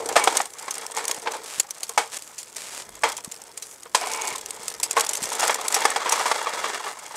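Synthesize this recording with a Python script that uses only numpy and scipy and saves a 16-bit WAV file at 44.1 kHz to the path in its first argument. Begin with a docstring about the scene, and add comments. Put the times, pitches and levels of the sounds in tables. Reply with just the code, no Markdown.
"""A hollow plastic walker, pushed by a toddler over paving blocks and on to asphalt, close by in a park.
Its hard wheels rumble over the grain of the path, knock into the joints, crack loose grit and skid
when steered. Just behind it a nylon jacket swishes and small shoes scuff and pat on the stone.
Far traffic lays a hush under it all, and light air puffs on the microphone."""
import sys
import numpy as np
from scipy import signal
from scipy.fft import rfft, irfft, next_fast_len
from scipy.io import wavfile
from scipy.ndimage import uniform_filter1d

SR = 44100
rng = np.random.default_rng(int(sys.argv[2]) if len(sys.argv) > 2 else 0)


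def wav_out(sig):
    """Save sig, one row per channel (or a flat mono array), as 16-bit PCM at SR to the path in sys.argv[1]."""
    wavfile.write(sys.argv[1], SR, np.round(np.clip(np.atleast_2d(sig).T, -1, 1) * 32767).astype(np.int16))


N = 315756
TIME = np.arange(N) / SR

# colour of the air in the hollow body: (frequency [Hz], level [dB])
CAVITY_COLOUR = [(30, -47), (150, -27), (260, -9.5), (340, -7), (520, -2), (680, -1.5), (1000, -2),
                 (3000, -33), (16000, -60)]
# its resonance: (frequency [Hz], width [Hz], level [dB])
CAVITY_MODE = [(457.3, 26, 12.3)]
# colour of cracking sand: (frequency [Hz], level [dB])
SAND_COLOUR = [(100, -58), (500, -11), (1500, -20), (2500, -2), (4000, -1.5), (5200, 0), (6500, 0),
               (8400, 2), (10000, -7.5), (12000, -13.5), (15000, -23.5), (16500, -66)]


def gain_of(db):
    """Decibels to amplitude."""
    return 10 ** (np.asarray(db) / 20)


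def unit_rms(x):
    """Scales to rms 1."""
    return x / np.sqrt(np.mean(x ** 2) + 1e-20)


def unit_burst(x, size=130):
    """Scales so that the loudest stretch of size samples has rms 1."""
    return x / np.sqrt(uniform_filter1d(x ** 2, size, mode="constant").max() + 1e-20)


def steadied(x, size=3000):
    """Holds the running rms at 1 but keeps the fast grain."""
    return x / np.sqrt(uniform_filter1d(uniform_filter1d(x ** 2, size), size // 2) + 1e-12)


def add(mix, s, sound):
    """Mixes a sound in at time s."""
    part = mix[max(round(s * SR), 0):][:len(sound)]
    part += sound[:len(part)]


def response(colour, modes=(), size=4096):
    """Causal impulse response of a body with a broad colour and resonances on top."""
    hz = np.fft.rfftfreq(size, 1 / SR)
    colour_hz, colour_db = np.transpose(colour)
    broad = gain_of(np.interp(np.log(hz + 1), np.log(colour_hz), colour_db))
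    peaks = sum(gain_of(db) ** 2 / (1 + (2 * (hz - centre) / width) ** 2) for centre, width, db in modes)
    cepstrum = irfft(np.log(broad * np.sqrt(1 + peaks)))
    cepstrum[1:size // 2] *= 2  # fold to minimum phase
    cepstrum[size // 2 + 1:] = 0
    ring = irfft(np.exp(rfft(cepstrum)))
    return ring / np.linalg.norm(ring)


def through(force, ring):
    """Lets a force excite a body."""
    return signal.oaconvolve(force, ring)[:len(force)]


def resonate(x, hz, width):
    """One damped mode, silent far below and above its pitch."""
    return signal.lfilter(*signal.iirpeak(hz, hz / width, fs=SR), x)


def noise(colour):
    """Steady coloured noise of rms 1."""
    return unit_rms(through(rng.standard_normal(N), response(colour)))


def wander(hz, hop=64):
    """A smooth random curve of rms 1 that changes about hz times a second."""
    count = next_fast_len(N // hop + 2)
    lowpass = np.exp(-(np.fft.rfftfreq(count, hop / SR) / hz) ** 2)
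    slow = irfft(rfft(rng.standard_normal(count)) * lowpass, count)
    return unit_rms(np.interp(np.arange(N) / hop, np.arange(count), slow))


def impacts(per_s, spread_db, limit):
    """Random tiny impacts: most are small, a few up to limit * spread_db larger."""
    size = gain_of(spread_db * np.minimum(rng.exponential(1, N), limit))
    return unit_rms(size * rng.choice([-1., 1.], N) * (rng.random(N) < per_s / SR))


def scattered(per_s):
    """Random moments, per_s a second on average: (time [s], sample index)."""
    return [(at / SR, at) for at in np.flatnonzero(rng.random(N) < per_s / SR)]


def stroke(start, end, rise_s, fall_s):
    """Attack, hold and release of one push, from 0 to 1."""
    attack = 1 - np.exp(-np.maximum(TIME - start, 0) / rise_s)
    return attack * np.exp(-np.maximum(TIME - end, 0) / fall_s)


def pushing():
    """Rumble, crunch and boom in dB: each shove lifts the slow roll, each halt softens the crunch."""
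    # the slow roll: (time [s], wheel rumble [dB], sand crunch [dB], body boom [dB])
    pace = [(0, -40.5, -43.5, -27.5), (.38, -36.5, -39.5, -39), (.5, -51, -54, -56), (.68, -40, -47.5, -51),
            (.92, -42.5, -52.5, -45), (1.38, -46.5, -47.5, -38.5), (1.66, -49.5, -46.5, -86),
            (2.48, -55.5, -50.5, -60), (2.72, -50, -52, -58), (3.25, -51, -48.5, -50.5),
            (3.92, -58, -56.5, -63), (4.02, -45.5, -47.5, -42.5), (4.8, -44.5, -46.5, -48.5),
            (5.35, -37, -40.5, -39), (6.02, -31.5, -42, -44), (6.74, -31, -42, -44), (6.98, -43, -48, -58),
            (7.16, -40, -44, -49)]
    # shoves that speed the toy up: (start [s], end [s], rumble rise [dB], crunch rise [dB])
    shoves = [(.165, 0.422, 5, 3.5), (0.953, 1.168, 7, 9), (1.248, 1.4, 4, -1), (3.036, 3.127, 17.5, 9),
              (3.99, 4.346, 11, 9.5), (4.946, 5.033, 11, 8.5), (5.381, 5.525, 10, 5),
              (5.714, 5.916, 6, 3.5), (6.097, 6.374, 2.5, 6), (6.834, 6.888, 6, 2)]
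    # the toy all but stops: (start [s], end [s], crunch change [dB])
    halts = [(1.62, 1.69, -3.5), (2.24, 2.37, -2.5), (2.84, 3.02, -1), (3.404, 3.52, -2),
             (3.747, 3.94, -0.5), (5.92, 6.04, -3)]
    times, *levels = np.transpose(pace)
    rumble, crunch, boom = (np.interp(TIME, times, db) for db in levels)
    for start, end, rumble_rise, crunch_rise in shoves:
        push = stroke(start, end, rise_s=0.0083, fall_s=0.019)  # pick up quickly, coast down
        rumble += rumble_rise * push
        crunch += crunch_rise * push
        boom += 0.49 * rumble_rise * push  # part of the rise reaches the hollow body
    crunch += sum(db * stroke(start, end, rise_s=0.0084, fall_s=0.0081) for start, end, db in halts)
    return rumble, crunch, boom


def rolling(rumble_db, crunch_db, boom_db):
    """The path's grain drums on the wheels and hollow body; sand crunches under the same uneven load."""
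    # colour of the hard wheels: (frequency [Hz], level [dB])
    wheel_colour = [(40, -55), (200, -28), (400, -6), (600, -1), (850, -7), (1150, 1), (1550, -1.5),
                    (2300, -4), (3000, -21), (4200, -14), (8000, -13.5), (11000, -27), (16000, -57)]
    # their resonances: (frequency [Hz], width [Hz], level [dB])
    wheel_modes = [(815, 31, -2), (890, 68, 8), (990, 74, 7), (1102, 14, -2), (1265, 81, 4),
                   (1440, 63, -14), (1734, 220, 2), (2056, 82, 0), (2255, 33, -23), (2530, 310, -24),
                   (2700, 140, 1.5), (3290, 130, 2.5)]
    load = np.tanh(wander(74) / 2) * 2
    drumming = impacts(per_s=1700, spread_db=-0.5, limit=1.3) * gain_of(2.75 * load)
    # as the wheels turn, the contact point favours now one mode, now another
    ringing = sum(gain_of(db + 5.5 * np.tanh(wander(8))) * unit_rms(resonate(drumming, hz, width))
                  for hz, width, db in wheel_modes)
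    rumble = unit_rms(through(drumming, response(wheel_colour)))
    wheels = gain_of(rumble_db - 0.5) * steadied(rumble + unit_rms(ringing))
    body = gain_of(boom_db - 2.5) * steadied(through(drumming, response(CAVITY_COLOUR, CAVITY_MODE)))
    sand = gain_of(crunch_db + 2.1) * sand_crunch(load, rumble_db)
    sway = gain_of(1.33 * wander(14.5))  # the child leans unevenly on the handle
    return sway * (wheels + body + sand)


def sand_crunch(load, rumble_db, walking_db=-41.5):
    """Coarse sand ticks under the wheels, out of a dusty fizz that grows with the rumble."""
    ticks = sum(through(impacts(per_s=8, spread_db=5, limit=2.8),
                        crack(hz, decay_s=0.0007, rise_s=0.0002, tail_db=-24))
                for hz in np.linspace(5000, 9800, 20))
    dust = through(impacts(per_s=2600, spread_db=3, limit=3.5), response(SAND_COLOUR))
    fizz = gain_of(-2 + 0.34 * (rumble_db - walking_db)) * unit_rms(dust)
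    return steadied((unit_rms(ticks) + fizz) * gain_of(3.5 * load))


def crack(hz, decay_s, rise_s=0.00024, tail_db=-22, ring_db=9, width_hz=260, size=1800):
    """One grain breaking: a split and a spray of fragments, ringing at a few pitches of its own."""
    # colour of a bursting grain: (frequency [Hz], level [dB])
    grain_colour = [(100, -36), (500, -8), (1500, -11.5), (2500, -4), (4000, -5.5), (5200, -2.5),
                    (6500, -0.5), (8400, 2), (10000, -1.5), (12000, -7.5), (15000, -17.5), (16500, -18)]
    t = np.arange(size) / SR
    stretch, low, high = rng.uniform(-1, 1, 3)
    burst = np.exp(-t / (decay_s * 1.18 ** stretch)) + gain_of(tail_db) * np.exp(-t / 0.0036)
    fragments = rng.standard_normal(size) * gain_of(5.2 * rng.standard_normal(size))
    spray = fragments * burst * (1 - np.exp(-t / rise_s))
    spray[0] += 2.2  # the first split
    modes = [(hz, width_hz, ring_db),
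             (hz * (0.71 + 0.247 * low), 0.81 * width_hz, ring_db - 1.5),
             (hz * (0.98 + 0.29 * high), width_hz, ring_db - 4)]
    return unit_burst(through(spray, response(grain_colour, modes, size=1024)), size=66)


def jacket(rustle_db=-63):
    """Nylon slides on nylon: high swishes over a faint steady rustle."""
    # padded sleeves brushing the jacket: (start [s], end [s], level [dB])
    brushes = [(0, 0.914, -56), (2.18, 2.307, -52), (3.634, 3.748, -46.5)]
    # colour of the rustle: (frequency [Hz], level [dB])
    nylon_colour = [(200, -30), (4200, -29), (4900, -16), (6000, 4), (7800, 6), (11000, 0), (12500, -5),
                    (16000, -20)]
    swishes = sum(gain_of(db) * stroke(start, end, rise_s=0.046, fall_s=0.0044)
                  for start, end, db in brushes)
    return (gain_of(rustle_db) + swishes) * noise(nylon_colour)


def park(still_air_db=-75.5):
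    """Traffic far off across the park, and light air right at the microphone."""
    # colour of the distant hush: (frequency [Hz], level [dB])
    hush_colour = [(20, -37), (60, -11), (130, -1.5), (250, 0), (450, 5.5), (950, -0.5), (1600, -2),
                   (3000, -17), (7000, -33), (11000, -13), (16000, -15)]
    # puffs of air on the microphone: (middle [s], half length [s], level [dB])
    puffs = [(.05, .25, -60), (2.98, 0.2, -59.5), (4.8, 0.79, -66.5)]
    # their colour: (frequency [Hz], level [dB])
    air_colour = [(20, -13), (55, 5), (110, 2.5), (200, 1.5), (400, -8), (2000, -37), (16000, -70)]
    hush = gain_of(-56) * noise(hush_colour) * gain_of(0.28 * wander(5.0))
    breeze = sum(gain_of(db) * np.exp(-((TIME - s) / half) ** 2) for s, half, db in puffs)
    return hush + (gain_of(still_air_db) + breeze) * noise(air_colour)


def grit_snaps(crunch_db, spread_db=18):
    """Large grains chip under a wheel, then burst; smaller grit snaps at random in between."""
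    # the largest grains: (time [s], level [dB], ring [Hz], decay [s])
    large_grains = [(0.059, -24.5, 8200, .0027), (.089, -22, 7550, 0.003), (0.24, -15, 8360, 0.0052),
                    (0.3698, -11, 8570, .0015), (.416, -23, 8300, 0.0017), (.455, -27.5, 7100, 0.0053),
                    (.7089, -19, 6370, 0.004), (0.753, -28.5, 7050, 0.0046), (.8647, -24, 6200, 0.0019),
                    (1.08, -17, 6600, 0.0031), (1.1124, -16, 6500, 0.0033), (1.319, -26.5, 6100, 0.0034),
                    (1.5983, -10.5, 6900, 0.0049), (1.707, -21.5, 6240, 0.0039),
                    (1.832, -19.5, 6500, 0.0064), (1.893, -23, 8300, 0.0037), (2.169, -25.5, 6800, 0.0024),
                    (2.222, -30, 7800, .0027), (2.381, -29, 7100, 0.025), (2.43, -31.5, 7250, .0027),
                    (2.566, -24.5, 7460, 0.003), (3.246, -26.5, 8800, 0.0021), (3.575, -25.5, 7260, 0.0051),
                    (3.623, -29.5, 5900, 0.013), (3.832, -33.5, 6800, 0.003), (4.135, -20.5, 6360, 0.0033),
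                    (4.219, -20.5, 6500, 0.0017), (4.278, -21, 6360, .0027), (4.359, -24.5, 6640, 0.002),
                    (4.46, -25, 7250, 0.00098), (4.507, -22.5, 8160, 0.0018), (4.681, -18.5, 7700, 0.0027),
                    (4.831, -13, 7850, 0.011), (4.910, -15.5, 7000, 0.0033), (5.012, -20, 6730, 0.0018),
                    (5.091, -16.5, 7360, 0.0047), (5.133, -19, 8900, 0.005), (5.152, -21.5, 6160, .0027),
                    (5.24, -22, 5800, 0.0023), (5.479, -15.5, 7700, 0.0019), (5.544, -17, 7600, 0.0029),
                    (5.682, -15.5, 7800, .0027), (5.724, -18, 7500, 0.0032), (5.7434, -12.5, 7800, 0.0099),
                    (5.903, -19, 8000, 0.0041), (6.094, -17.5, 7600, 0.0033), (6.122, -14.5, 6550, 0.0069)]
    # grit along the path, least on the asphalt: (time [s], smallest snaps relative to the crunch [dB])
    grittiness = [(0, -5), (.9, 8.5), (1.7, -13.5), (2.7, -7), (3.3, 6), (3.9, -6), (4.2, -3), (4.7, 3.5),
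                  (5.2, 4.5), (5.5, -2), (6.05, -7), (6.35, -22), (7.16, -6)]
    out = np.zeros(N)
    for s, db, hz, decay_s in large_grains:
        chip_time = s - rng.uniform(0.0013, 0.005)
        add(out, chip_time, gain_of(db - 18) * crack(hz, decay_s=0.00049))
        add(out, s, gain_of(db) * crack(hz, decay_s))
    grit_db = crunch_db + np.interp(TIME, *np.transpose(grittiness))
    for s, at in scattered(per_s=40):
        hz = rng.uniform(5460, 8850)
        grain = crack(hz, decay_s=0.0022, rise_s=0.0006, tail_db=-32, ring_db=12, width_hz=140)
        add(out, s, gain_of(grit_db[at] + spread_db * rng.random()) * grain)
    return out


def knock(db, hz, decay_s, rattle_db, edge_db, ring_db=-3, size=8000):
    """One blow to a wheel: the shell rings, the loose axle chatters on and sand adds a bright edge."""
    # colour of the whole toy when jolted: (frequency [Hz], level [dB])
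    shell_colour = [(40, -53), (150, -29), (250, -15.5), (350, -6), (560, -1), (800, 1), (1150, 5.5),
                    (1500, 0.5), (2300, -3.5), (3000, -9.5), (4200, -10), (8000, -21.5), (11000, -69),
                    (16000, -63)]
    # its resonances: (frequency [Hz], width [Hz], level [dB])
    shell_modes = [(463, 12, 9.5), (864, 87, 5), (950, 19, -5), (1100, 38, -12), (2320, 210, 1),
                   (3260, 91, 8.5)]
    t = np.arange(size) / SR
    blow = np.exp(-t / decay_s) * (1 - np.exp(-t / 0.0015))
    force = blow + gain_of(rattle_db) * np.exp(-t / 0.031) * (1 - np.exp(-t / 0.0028))
    chatter, sand = rng.standard_normal((2, size)) * gain_of(5.5 * rng.standard_normal((2, size)))
    # each point of contact brings out its own main ring and an overtone
    contact_modes = [(hz, 60, 5), (hz * rng.uniform(1.74, 2.6), 80, 6)]
    shell = response(shell_colour, shell_modes + contact_modes)
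    rattle = steadied(through(chatter, shell), size=400) * force  # damped as the wheel presses on stone
    ring = np.sin(2 * np.pi * hz * t) * (blow + gain_of(-16) * force)
    clack = unit_burst(unit_burst(rattle) + gain_of(ring_db) * unit_burst(ring))
    boom = unit_burst(through(rattle, response(CAVITY_COLOUR, CAVITY_MODE)))
    edge = unit_burst(through(sand * force, response(SAND_COLOUR)))
    return gain_of(db) * (gain_of(1) * clack + gain_of(-16) * boom + gain_of(edge_db - 5) * edge)


def wheel_knocks(rumble_db):
    """Hard drops into the paving joints, and small random jolts that grow with the rumble."""
    # drops: (time [s], level [dB], main ring [Hz], decay [s], after-rattle [dB], sandy edge [dB])
    joints = [(0.089, -27.5, 797, 0.024, -14, -16), (.156, -15.5, 677, 0.0067, -10, -4),
              (.163, -8, 697, 0.0045, -9.5, -3), (0.2734, -10, 770, 0.0046, -19.5, -7.5),
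              (0.401, -16.5, 800, 0.0053, -20, -23), (.680, -27.5, 1090, 0.0039, -28, -2),
              (.972, -22, 900, 0.0027, -7, -1), (1.258, -28, 925, 0.015, -11, -14),
              (1.271, -20, 852, 0.0086, -23, -20), (1.334, -31, 882, 0.017, 3, 1),
              (1.894, -35, 463, 0.017, -7, -10), (1.976, -10.5, 854, .005, -9.5, -3),
              (3.034, -13.5, 883, .0066, -2.5, -3.5), (3.183, -34.5, 960, 0.0044, -22, 0.5),
              (3.856, -38, 474, 0.013, -28, -23), (3.9472, -12.5, 1015, 0.0043, -14, 3.5),
              (4.035, -23.5, 994, 0.0038, -21, -21), (4.967, -14, 1094, 0.0059, -6.5, -11),
              (5.318, -25, 924, 0.0037, -27, -15), (5.427, -22.5, 872, 0.019, -1, 3),
              (5.495, -16.5, 854, 0.0052, -20, -12), (5.764, -19.5, 780, 0.0047, -12, -1.5),
              (5.852, -10, 813, 0.0037, -25, -2), (5.96, -18.5, 814, 0.0073, -24, -1.5),
              (6.058, -21.5, 1004, 0.0032, 8, -22), (6.123, -19, 970, 0.0039, -3, -0.5),
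              (6.256, -20.5, 1000, 0.0082, -5, 0.5), (6.314, -15, 881, 0.0061, -26, -4),
              (6.469, -18.5, 1160, 0.0034, -10, -15), (6.641, -21, 1215, 0.0026, -26, -21)]
    out = np.zeros(N)
    for s, *blow in joints:
        add(out, s, knock(*blow))
    for s, at in scattered(per_s=14):
        db = rumble_db[at] + rng.uniform(4.0, 4.2)
        hz = rng.uniform(721, 1202)
        add(out, s, knock(db, hz, decay_s=0.0062, rattle_db=-24, edge_db=-8.5, ring_db=2))
    return out


def wheel_skids():
    """Stick and slip of a wheel pushed askew rings its hub."""
    # sideways slips as the toy is steered: (start [s], end [s], level [dB])
    skids = [(0.158, 0.238, -29), (4.005, 4.323, -35)]
    # resonances of the hub: (frequency [Hz], width [Hz], level [dB])
    hub_modes = [(880, 70, 3), (1003, 87, 1), (2275, 140, 2.5), (2450, 160, -3), (2800, 160, -6)]
    slips = impacts(per_s=720, spread_db=2.5, limit=1.5)
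    ring = sum(gain_of(db) * unit_rms(resonate(resonate(slips, hz, width), hz, width))
               for hz, width, db in hub_modes)
    level = sum(gain_of(db) * stroke(start, end, rise_s=0.013, fall_s=0.015) for start, end, db in skids)
    return level * unit_rms(ring)


def shoes(pat_size=2000):
    """Just behind the walker, soles scrape over the stone and land with a dull pat."""
    # colour of a sole dragging on stone: (frequency [Hz], level [dB])
    sole_colour = [(80, -23), (300, -7.5), (520, 1), (1000, -1), (2200, 0.5), (4200, -1), (8000, 2),
                   (11000, -5.5), (16000, -23)]
    # drags: (start [s], end [s], level at start [dB], level at end [dB])
    scuffs = [(1.454, 1.595, -40, -35.5), (2.117, 2.18, -38.5, -32.5), (2.557, 2.703, -36.5, -40),
              (2.699, 2.831, -38.5, -36)]
    # soft footfalls: (time [s], level [dB], pitch [Hz])
    footfalls = [(1.18, -41, 212), (1.581, -41, 190), (3.275, -32.5, 201), (4.321, -42, 168),
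                 (4.596, -45, 190), (5.22, -31, 212), (5.249, -41, 172)]
    out = np.zeros(N)
    scrape = unit_rms(through(impacts(per_s=3200, spread_db=3.5, limit=5.8), response(sole_colour)))
    for start, end, start_db, end_db in scuffs:
        drag = scrape[round(start * SR):round(end * SR)]
        level = gain_of(np.linspace(start_db, end_db, len(drag)))
        add(out, start, drag * level * signal.windows.tukey(len(drag), 0.12))
    t = np.arange(pat_size) / SR
    swell = t / 0.0027
    pat = (swell * np.exp(1 - swell)) ** 2
    for s, db, hz in footfalls:
        add(out, s, gain_of(db) * np.sin(2 * np.pi * hz * t) * pat)
    return out


def scene():
    """Walker and child close to one microphone in the open air, the park far behind."""
    rumble_db, crunch_db, boom_db = pushing()
    mix = rolling(rumble_db, crunch_db, boom_db) + wheel_skids() + shoes() + jacket() + park()
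    mix += wheel_knocks(rumble_db) + grit_snaps(crunch_db)
    return mix[None]


def record(dry):
    """The highest peaks are held below full scale, and the recorder cuts off the top of the treble."""
    ceiling, cutoff_hz = 0.9, 15700
    lowpass = signal.firwin(161, cutoff_hz, window=("kaiser", 8), fs=SR)
    return signal.oaconvolve(np.clip(dry, -ceiling, ceiling), lowpass[None], "same")


dry = scene()
out = record(dry)
wav_out(out)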